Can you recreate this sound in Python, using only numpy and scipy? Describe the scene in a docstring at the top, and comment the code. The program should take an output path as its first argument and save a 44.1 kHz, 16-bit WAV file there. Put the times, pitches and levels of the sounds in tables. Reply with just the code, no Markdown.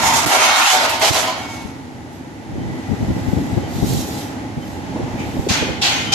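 """Steel strip on an idling shear

A long strip is swung round on the bed of a sheet-metal shear: its edge chatters and the steel rings.
It then slides and flexes softly, and is shoved against the stops three times with a rattling clank
and a short squeal. The drive rumbles in a hard workshop; a draught buffets the two microphone ports."""
import sys
import numpy as np
from scipy import signal
from scipy.fft import rfft, irfft, next_fast_len
from scipy.io import wavfile
from scipy.ndimage import uniform_filter1d

SR = 44100
rng = np.random.default_rng(int(sys.argv[2]) if len(sys.argv) > 2 else 0)


def wav_out(sig):
    """Save sig, one row per channel (or a flat mono array), as 16-bit PCM at SR to the path in sys.argv[1]."""
    wavfile.write(sys.argv[1], SR, np.round(np.clip(np.atleast_2d(sig).T, -1, 1) * 32767).astype(np.int16))


N = 271126
TIME = np.arange(N) / SR
# The strip's bending modes. 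Each row: frequency in Hz, level in dB.
STRIP_MODES = [(647, 6.5), (748, 4.5), (818, 0), (909, 4.5), (1012, 1.5), (1072, 2), (1174, 0), (1264, 8),
               (1368, 8.5), (1464, 5.5), (1530, 2), (1868, 2.5), (2077, 0.5), (2190, 0.5), (2612, -1.5),
               (2975, -10), (3120, 4), (4183, -8)]


def drag():
    """With each pull the edge chatters over the bed; the strip's ring shifts with the overhang."""
    # Pulls that swing the strip round. Each row: start, rise, hold and fade in seconds, edge level
    # in dB, body and grit offsets from it in dB, upper minus lower body in dB.
    pulls = [(-.08, 0.13, 0.091, 0.3, -19, 0.5, -2, 10), (0.256, 0.067, 0.1, 0.092, -17, -1, -8, 2.5),
             (0.38, 0.073, 0.18, 0.071, -16, -3.5, -3.5, 13.5),
             (0.633, 0.036, 0.052, 0.033, -16, -3, 1.5, 22), (0.704, 0.034, 0.079, .22, -17, -2, -6.5, 1.5),
             (1.006, 0.016, 0.095, 0.03, -14.5, -4.5, -0.5, -1),
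             (1.136, 0.015, 0.027, 0.087, -17.5, -4, -5, -1), (1.198, 0.055, 0.032, 0.12, -23.5, 0, -15, 2),
             (1.37, 0.067, 0.17, 0.11, -40.5, 1, 0, 4)]
    # Tone of the dragged edge. Each row: frequency in Hz, gain in dB.
    edge_eq = [(250, -22), (360, -6.5), (480, -9.5), (560, -4), (750, 1), (920, 2), (1100, -1.5),
               (1350, -6.5), (1700, -6), (2400, -4), (3500, -9), (6200, -12), (9400, -24.5), (12800, -24),
               (14500, -48)]
    # The drag is brighter on the right. Each row: frequency in Hz, left minus right in dB.
    shadow = [(1300, 0.5), (2400, -1.5), (4400, -2.5), (7000, -4.5), (9500, -18), (14000, -26)]
    forces = []
    for start, rise, hold, fade, edge_db, body_db, grit_db, upper_db in pulls:
        shares = np.vstack([panned(edge_db + body_db, upper_db), undb(edge_db), undb(edge_db + grit_db)])
        forces.append(shares * stroke(start, rise, hold, fade))
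    upper_force, lower_force, bite_force, grit_force = together(forces)
    ticks = slips(rate=2500, spread_db=2.5) * undb(3.5 * walk(110))
    ring = steel(ticks, STRIP_MODES, modes_db=-10.5, mode_t60=0.38, wander_db=2.5, thicket_db=-5)
    ring = colour(ports(scatter(ring, longest_s=0.035, t60=0.37)), edge_eq)
    ring = np.roll(ring, -SR, axis=-1)  # the strip is already ringing
    ring = ring * undb(0.57 * walk(130) + 1.6 * walk(30.04))  # the edge catches and surges
    upper = even(band(ring, 700, 2170), span_s=0.059) * upper_force
    lower = even(band(ring, 140, 723), span_s=0.11) * lower_force
    bite = even(band(ring, 1630, 5140), span_s=0.033) * bite_force * undb(-2.5)
    grit = unit(band(ring, 5520, 14300)) * grit_force * undb(-2 + 0.83 * walk(61.4))
    scrape = (upper + lower) / np.sqrt(2) + bite + grit
    hz, shadow_db = np.transpose(shadow)
    sides_db = 20 * np.log10(panned(0, shadow_db))
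    return np.array([colour(side, np.c_[hz, db]) for side, db in zip(scrape, sides_db)])


def rasps():
    """The edge digs in: coarse stick-slip chatter rings a resonance that glides as it travels."""
    # Each row: start and length in seconds, first pitch, last pitch and bandwidth in Hz, level in dB.
    glides = [(-.02, 0.23, 825, 935, 151, -19.5), (-.02, 0.23, 1990, 2140, 350, -26),
              (.43, 0.32, 950, 1120, 160, -25), (.4, 0.35, 1200, 1380, 237, -19.5),
              (.36, 0.17, 2650, 2400, 400, -23), (0.582, 0.16, 2400, 3160, 350, -19),
              (0.71, 0.22, 1540, 1400, 120, -24.5), (0.85, 0.12, 2830, 2550, 300, -27),
              (1.02, 0.053, 696, 580, 200, -24), (4.943, 0.46, 815, 730, 350, -38.5),
              (5.01, .38, 2170, 2390, 700, -44), (5.178, 0.087, 2330, 2330, 111, -35)]
    chatter_db, chatter_hz = 1, 191
    ticks = ports(slips(rate=1800, spread_db=4)) * undb(chatter_db * walk(chatter_hz))
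    out = np.zeros((2, N))
    for start, length, first_hz, last_hz, width_hz, db in glides:
        now = (TIME >= start) & (TIME < start + length)
        along = (TIME[now] - start) / length
        carrier = np.exp(2j * np.pi * np.cumsum(first_hz + (last_hz - first_hz) * along) / SR)
        # shift down, low-pass, shift back: a moving band-pass
        narrow = signal.lfilter(*signal.butter(2, width_hz / 2, fs=SR), ticks[:, now] / carrier)
        out[:, now] += undb(db) * unit((narrow * carrier).real) * np.sin(np.pi * along)
    return out


def cracks():
    """The edge snags with short bright cracks, close to the right port."""
    # Each row: start in seconds, level in dB, decay in seconds.
    snags = [(0.26, -15.5, 0.1), (.893, -15.5, 0.026), (0.996, -20, .015), (1.016, -30.5, .045),
             (1.144, -15, 0.0082), (1.219, -21, 0.043)]
    strikes = together(undb(db) * stroke(start, 0.0005, 0, decay) for start, db, decay in snags)
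    bright = colour(rng.standard_normal((2, N)), [(13000, -3.5), (15000, -26)])
    return bright * strikes * panned(0, -8)


def shoves():
    """Each shove bites harshly, then steel rattles on steel and dies away into the room."""
    # A faint nudge and three hard shoves. Each row: start in seconds, level in dB, rattle hold and
    # fade in seconds, bite centre in Hz, bite offset in dB, bite hold in seconds.
    hits = [(5.188, -36.5, 0.0073, 0.054, 2300, -1.5, 0.018), (5.485, -17, 0.038, 0.088, 4200, -4.5, 0.043),
            (5.813, -17.5, 0.06, 0.12, 3640, 2.5, 0.047), (6.119, -14.5, 0.063, .07, 4200, 1, 0.066)]
    # Tone of the rattle. Each row: frequency in Hz, gain in dB.
    rattle_eq = [(300, -12), (800, 5), (1200, 1), (2100, 7.5), (3000, 3), (4300, -6), (6500, -2.5),
                 (7800, -10), (9000, -18.5), (12000, -16.5), (15000, -32)]
    # Modes of the steel stops. Each row: frequency in Hz, level in dB.
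    stop_modes = [(813, -1), (931, 2), (1395, 8.5), (2110, 1), (2205, -4), (2460, 1), (2681, 4),
                  (2985, -3.5), (3160, 2), (3284, -3), (3673, 2), (3945, 8), (4370, 13), (6780, 4)]
    bite_spread = 1.46  # band edges lie this factor either side of the centre
    rattle = unit(colour(slips(rate=3000, spread_db=1.5), rattle_eq))
    grind = ports(slips(rate=2900, spread_db=0))
    force, bite = 0, 0
    for start, db, hold, fade, bite_hz, bite_db, bite_hold in hits:
        force += undb(db) * rattle * stroke(start, rise=0.0023, hold=hold, fade=fade)
        harsh = unit(band(grind, bite_hz / bite_spread, bite_hz * bite_spread))
        bite += undb(db + bite_db) * harsh * stroke(start, rise=0.014, hold=bite_hold, fade=0.036)
    ring = steel(force, stop_modes, modes_db=-6.5, mode_t60=0.28, wander_db=1, thicket_db=-0.5)
    clank = ports(unit(ring) * np.std(force))
    return workshop(clank + bite, wet_db=-9, t60=0.75)


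def squeals():
    """The edge locks on to one high mode and sings unsteadily."""
    # Each row: start and length in seconds, pitch in Hz, level in dB.
    notes = [(.41, 0.22, 3690, -29), (0.31, 0.15, 2185, -26.5), (1.252, 0.24, 3070, -52),
             (1.325, 0.35, 2217, -38.5), (2.582, 0.085, 3080, -50), (2.77, .09, 3110, -56),
             (3.603, 0.08, 3090, -45.5), (4.608, 0.052, 3070, -44), (6.048, 0.14, 3096, -28.5),
             (6.12, 0.057, 3120, -17)]
    waver = 1 + 0.006 * walk(400)
    out = np.zeros(N)
    for start, length, hz, db in notes:
        tone = unit(np.sin(2 * np.pi * np.cumsum(hz * waver) / SR))
        out += undb(db) * swell(start, length) * tone
    return workshop(out, wet_db=-10, t60=0.69)


def slide():
    """Lying flat, the strip only hisses with each push: many tiny slips."""
    # Each row: start, rise, hold and fade in seconds, level in dB.
    pushes = [(2.1, 0.037, .02, 0.04, -50), (2.55, 0.73, 0.27, 0.11, -45.5),
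              (3.657, 0.11, 0.091, .05, -36.5), (3.829, 0.061, 0.12, 0.052, -28.5),
              (4.037, 0.042, 0.13, 0.07, -33.5), (4.537, 0.14, 0.055, 0.096, -46.5),
              (5.049, 0.32, .08, 0.12, -43.5)]
    # Tone of the sliding hiss. Each row: frequency in Hz, gain in dB.
    slide_eq = [(1200, -5), (2300, -6), (3600, -3), (5500, -5.5), (7500, -4.5), (9500, -13.5), (12600, -5),
                (14500, -30)]
    force = together(undb(db) * stroke(start, rise, hold, fade) for start, rise, hold, fade, db in pushes)
    ticks = slips(rate=5200, spread_db=3.5)
    ring = steel(ticks, STRIP_MODES, modes_db=-32, mode_t60=0.13, wander_db=11, thicket_db=11)
    return unit(colour(ports(ring), slide_eq)) * force * panned(0, -2.2)


def flex():
    """The strip bends and slaps the bed in dull knocks and longer hollow wobbles."""
    # Each row: start, rise, hold and fade in seconds, band centre in Hz, level in dB.
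    bends = [(0.255, 0.002, 0.013, 0.01, 240, -22), (1.1, .0015, 0.0037, 0.004, 380, -30),
             (2.552, .004, 0.0071, 0.011, 380, -29), (3.631, .004, .008, 0.01, 400, -26),
             (3.814, .01, 0.1, 0.074, 233, -25), (4.076, 0.0057, .008, 0.0059, 333, -25),
             (4.547, 0.57, 1.1, .2, 394, -40.5), (4.956, .002, 0.0069, .02, 670, -27),
             (4.995, .0027, 0.0075, 0.011, 378, -23), (5.366, .0015, 0.0041, 0.0066, 714, -24.5),
             (5.464, 0.0014, .009, 0.0042, 400, -18), (5.623, 0.0029, 0.0067, .008, 390, -18.5),
             (5.68, .002, .015, 0.027, 400, -29)]
    spread = 1.4  # band edges lie this factor either side of the centre
    noise = ports(rng.standard_normal((2, N)))
    out = 0
    for start, rise, hold, fade, hz, db in bends:
        boom = even(band(noise, hz / spread, hz * spread), span_s=0.037)
        out += undb(db) * boom * stroke(start, rise, hold, fade)
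    return out * unit(undb(1.16 * walk(30)))


def drive():
    """Gears and flywheel rumble unevenly in the frame, with wavering tones and a faint hiss."""
    # The drive's level ride. Each row: time in seconds, level in dB.
    ride = [(0, -35), (.8, -42), (1.5, -40), (1.9, -41.5), (2.4, -41.5), (2.75, -37), (3.2, -34),
            (4.3, -34), (4.6, -38), (5.0, -34), (6.1, -36)]
    # Tone of the rumble. Each row: frequency in Hz, gain in dB.
    rumble_eq = [(40, -13.5), (80, 4), (130, 5.5), (200, 4), (270, 11), (400, 0), (680, -2), (830, 4),
                 (960, -4), (1120, -9), (1750, -8.5), (1985, -8.5), (2500, -13), (4000, -17.5), (7000, -21),
                 (14000, -67)]
    # The drive's hum. Each row: pitch in Hz, level at full strength in dB.
    tones = [(88, -45.5), (108, -44), (248, -39), (274, -44), (322, -41.5), (840, -45.5)]
    churn_from_db, churn_full_db, hum_full_db = -40, -32, -37.5  # points on the level ride
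    direct_db, hum_wander_db = -7, 2
    level_db = curve(ride)
    from_walls = ports(rng.standard_normal((2, N)))
    from_gears = undb(direct_db) * later_on_right(rng.standard_normal(N))
    rumble = colour(from_walls + from_gears, rumble_eq)
    rumble /= np.std(band(rumble, 450, 1100))  # the mids set the level
    effort = np.clip((level_db - churn_from_db) / (churn_full_db - churn_from_db), 0, 1)
    churn_db = 2 + effort * (walk(15) + 4.4 * walk(60))  # the lifted bass churns as the drive swells
    rumble = (rumble + band(rumble, 30, 370) * (undb(churn_db) - 1)) * undb(level_db - 0.32)
    hum = 0
    for hz, db in tones:
        wavering_hz = hz * (1 + 0.002 * walk(120)) + 1.51 * walk(22.05)
        tone = np.sin(2 * np.pi * np.cumsum(wavering_hz) / SR)
        hum += unit(tone * undb(hum_wander_db * walk(15))) * undb(db)
    swell_db = level_db - hum_full_db
    hum *= undb(np.minimum(swell_db, 0))  # the tones sink with the rumble
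    hiss = unit(band(rng.standard_normal((2, N)), 5800, 12800))
    hiss *= panned(db=-56, pan_db=-37) * undb(0.63 * swell_db)
    return rumble + hiss + later_on_right(hum)


def whine():
    """The gear mesh sings one steady high tone inside a narrow rough band."""
    # The whine's level ride. Each row: time in seconds, level in dB.
    ride = [(0, -51), (1.9, -55.5), (2.45, -55.5), (2.72, -46.5), (3.35, -47.5), (3.9, -52), (6.1, -58)]
    mesh_hz, rough_db, right_lag_s = 1954, -2, 0.00017
    cycles = np.cumsum(mesh_hz * (1 + 0.000985 * walk(8))) / SR
    tone = np.sqrt(2) * np.sin(2 * np.pi * np.array([cycles, cycles - mesh_hz * right_lag_s]))
    rough = unit(band(rng.standard_normal((2, N)), mesh_hz - 45, mesh_hz + 90))
    return (tone + undb(rough_db) * rough) * undb(curve(ride) + 0.8 * walk(11))


def draught():
    """Eddies hit each port separately: a light restless rumble that swells and thumps in gusts."""
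    # Each row: start in seconds, level in dB, left minus right in dB, length in seconds.
    gusts = [(-.1, -31, 2, 0.39), (0.249, -17.5, -16, 0.034), (0.484, -25.5, 18, .05),
             (0.72, -30, 2, 0.075), (1.094, -17, -30, 0.029), (1.647, -21, 15, 0.019), (2.442, -24, 0, 0.4),
             (2.85, -26.5, 0.5, 1.32), (2.882, -15, 19, 0.075), (2.993, -16.5, 3, 0.071),
             (3.063, -15, 1, 0.079), (3.145, -19.5, 0, 0.048), (3.268, -13.5, 20, 0.034),
             (3.327, -9.5, 14, 0.015), (3.354, -13.5, 7, 0.049), (3.517, -17.5, 10, 0.033),
             (3.565, -10, 20, 0.029), (3.748, -20, 6, .03), (3.814, -10.5, 24, 0.038),
             (3.834, -17, -4.5, 0.2), (4.097, -31.5, -17, 3.1), (4.567, -18.5, -1, 0.027),
             (5.008, -20.5, -0.5, 0.057), (5.133, -25, 9, 0.021), (5.263, -26, 13, 0.037),
             (5.386, -13.5, 1, 0.019), (5.502, -10.5, 2, 0.018), (5.612, -19, -5, 0.025),
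             (5.678, -22, -2, 0.045)]
    # Tone of the eddies. Each row: frequency in Hz, gain in dB.
    eddy_eq = [(20, -30), (40, -18), (65, -2), (110, 4.5), (180, -0.5), (280, -3.5), (420, -13.5),
               (800, -26.5), (2000, -60), (8000, -95)]
    lull_db, flutter_db, flutter_hz = -41, 0.5, 25.2  # the light air between gusts
    buffets = together(panned(db, pan_db) * swell(start, length) for start, db, pan_db, length in gusts)
    flutter = np.array([unit(undb(flutter_db * walk(flutter_hz))) for _ in range(2)])
    eddies = even(colour(rng.standard_normal((2, N)), eddy_eq), span_s=0.025)
    return eddies * together([buffets, undb(lull_db) * flutter])


def slips(rate, spread_db):
    """Two trains of random stick-slip ticks, about rate a second; spread_db makes a few stand out."""
    ticks = (rng.random((2, N)) < rate / SR) * rng.choice([-1, 1], (2, N))
    return unit(ticks * undb(spread_db * np.minimum(rng.exponential(size=(2, N)), 4)))


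def steel(ticks, modes, modes_db, mode_t60, wander_db, thicket_db):
    """Ticks scatter through the steel and ring its modes, whose shares wander as the contact moves."""
    radius = np.exp(-np.log(1000) / (mode_t60 * SR))
    clear = 0
    for hz, db in modes:
        poles = [1, -2 * radius * np.cos(2 * np.pi * hz / SR), radius ** 2]
        clear += undb(db + wander_db * walk(8.96)) * signal.lfilter([1, 0, -1], poles, ticks)
    # higher up the modes crowd into a thicket
    thicket = colour(unit(crowded_modes(ticks, t60=0.07)), [(1200, -14), (3500, 7)])
    direct = colour(unit(scatter(ticks, longest_s=0.006, t60=0.053)), [(1500, 2), (4000, -11.5)])
    return direct + undb(thicket_db) * thicket + undb(modes_db) * unit(clear)


def crowded_modes(ticks, t60):
    """Dense rings that never repeat: each new contact point has its own and takes over from the last."""
    hop = SR // 12
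    padded = np.pad(ticks, [(0, 0), (hop, 3 * hop)])
    fade = np.exp(-np.log(1000) * TIME[:hop + 1] / t60)
    out = np.zeros_like(padded)
    for i in range(0, N + hop, hop):
        touch = padded[:, i:i + 2 * hop] * signal.windows.cosine(2 * hop)
        ring = signal.fftconvolve(touch, rng.standard_normal((2, hop + 1)) * fade, axes=-1)
        out[:, i:i + ring.shape[1]] += ring
    return out[:, hop:hop + N]


def scatter(x, longest_s, t60, count=4):
    """Echoes of echoes: a chain of all-pass loops smears each channel without colouring it."""
    size = next_fast_len(N + SR)
    turn = -2j * np.pi * np.fft.rfftfreq(size, 1 / SR)
    spectrum = rfft(x, size)
    for channel in spectrum:
        for lag in longest_s * (np.arange(count) + 1 + rng.random(count)) / (count + 1):
            echo, feedback = np.exp(turn * lag), np.exp(-np.log(1000) * lag / t60)
            channel *= (echo - feedback) / (1 - feedback * echo)
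    return irfft(spectrum, size)[:, :N]


def workshop(x, wet_db, t60):
    """Add the hard room's tail, which builds up over the first reflections."""
    t = TIME[:SR]
    tail = colour(rng.standard_normal((2, SR)), [(3500, 12), (12000, -13)])
    tail = unit(tail * np.exp(-np.log(1000) * t / t60) * np.minimum(t / 0.033, 1)) / np.sqrt(SR)
    wet = signal.fftconvolve(np.atleast_2d(x), tail, axes=-1)[:, :N]
    return (x + undb(wet_db) * wet) / np.sqrt(1 + undb(2 * wet_db))


def ports(x):
    """Mid and side to the left and right ports: alike in the bass, unrelated in the treble."""
    # Stereo width of the workshop. Each row: frequency in Hz, side minus mid in dB.
    width = [(100, -31), (350, -5), (700, -8.5), (1100, -3.5), (1600, 1.5), (2400, -2.5), (6000, 0)]
    mid, side = x[0], colour(x[1], width)
    constant_power = [(hz, -10 * np.log10(1 + undb(2 * db))) for hz, db in width]
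    return colour(np.array([mid + side, mid - side]), constant_power)


def later_on_right(x, lag_s=0.00031):
    """One sound reaches the left port first, then the right."""
    return np.array([x, np.roll(x, int(lag_s * SR))])


def dip_level(x):
    """The level dips briefly."""
    # Each row: centre and half length in seconds, depth in dB.
    dips = [(0.257, 0.0021, -19), (1.113, 0.014, -10)]
    return x * undb(sum(db * bell(centre, half) for centre, half, db in dips))


def thin_bass(x):
    """The bass drops out for moments and leaves the scrape thin."""
    # Each row: centre and half length in seconds, corner in Hz, depth in dB.
    dropouts = [(0.332, 0.037, 232, -18), (0.55, 0.038, 327, -9), (0.624, 0.018, 230, -12),
                (0.69, 0.017, 560, -28), (0.777, 0.045, 200, -6)]
    for centre, half, hz, db in dropouts:
        bass = signal.sosfiltfilt(signal.butter(6, hz, fs=SR, output="sos"), x)
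        x = x + bass * (undb(db * bell(centre, half)) - 1)
    return x


def duck_bass(x):
    """A suppressor turns each port's bass down while its upper mids stay loud."""
    corner_hz, threshold_db, db_per_db, average_s = 298, -18, 2.4, 0.077
    power = uniform_filter1d(band(x, 1280, 4400) ** 2, int(average_s * SR))
    over_db = np.maximum(10 * np.log10(np.abs(power) + 1e-12) - threshold_db, 0)
    bass = signal.sosfiltfilt(signal.butter(3, corner_hz, fs=SR, output="sos"), x)
    return x + bass * (undb(-db_per_db * over_db) - 1)


def stroke(start, rise, hold, fade):
    """One movement: the force builds, holds and dies away."""
    attack = np.clip((TIME - start) / rise, 0, 1)
    return attack * np.exp(-np.maximum(TIME - start - rise - hold, 0) / fade)


def swell(start, length):
    """A half-sine fade in and out."""
    return np.sin(np.pi * np.clip((TIME - start) / length, 0, 1))


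def bell(centre, half):
    """A bell-shaped envelope, down to 1/e at half seconds from its centre."""
    return np.exp(-((TIME - centre) / half) ** 2)


def curve(points):
    """Join (seconds, value) points, sample by sample."""
    return np.interp(TIME, *np.transpose(points))


def walk(rate):
    """Random levels held 1 / rate s and slewed twice; spread near 1."""
    hold = max(int(SR / rate), 1)
    steps = rng.standard_normal(N)[np.arange(N) // hold]
    return unit(uniform_filter1d(uniform_filter1d(steps, hold), hold))


def together(gains):
    """Overlapping movements add in power."""
    return np.sqrt(sum(g ** 2 for g in gains) + 1e-18)


def panned(db, pan_db):
    """Two gains of constant total power, the first pan_db above the second."""
    sides = undb(np.array([pan_db, -pan_db]).reshape(2, -1) / 2)
    return undb(db) * sides / np.sqrt(np.mean(sides ** 2, axis=0))


def colour(x, points):
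    """Equalise along a curve of (Hz, dB) points."""
    size = next_fast_len(x.shape[-1] + 4096)
    hz, db = np.transpose(points)
    log_hz = np.log(np.fft.rfftfreq(size, 1 / SR) + 1)
    gain = undb(np.interp(log_hz, np.log(hz), db))
    return irfft(rfft(x, size) * gain, size)[..., :x.shape[-1]]


def band(x, lo_hz, hi_hz):
    """Band-pass without delay."""
    sos = signal.butter(2, [lo_hz, min(hi_hz, SR / 2 - 1)], "band", fs=SR, output="sos")
    return signal.sosfiltfilt(sos, x)


def even(x, span_s):
    """Hold a noise at rms 1 from moment to moment."""
    return x / np.sqrt(np.abs(uniform_filter1d(x ** 2, int(span_s * SR))) + 1e-18)


def unit(x):
    """Scale to rms 1."""
    return x / np.sqrt(np.mean(x ** 2))


def undb(db):
    """Decibels to gain."""
    return 10 ** (np.asarray(db) / 20)


def scene():
    """Strip, machine and moving air together."""
    strip_and_shear = drag() + rasps() + slide() + shoves() + squeals() + drive() + whine()
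    return thin_bass(dip_level(strip_and_shear) + cracks() + flex() + draught())


def record(dry):
    """The bass is ducked, peaks clip at full scale and the top is cut."""
    # The left channel sounds slightly duller above 10 kHz. Each row: frequency in Hz, gain in dB.
    left_channel_eq = [(10000, -0.5), (12000, -3.5)]
    top_hz = 15500
    left, right = duck_bass(dry)
    clipped = np.clip([colour(left, left_channel_eq), right], -1, 1)
    return signal.sosfilt(signal.ellip(8, 0.2, 80, top_hz, fs=SR, output="sos"), clipped)


dry = scene()
out = record(dry)
wav_out(out)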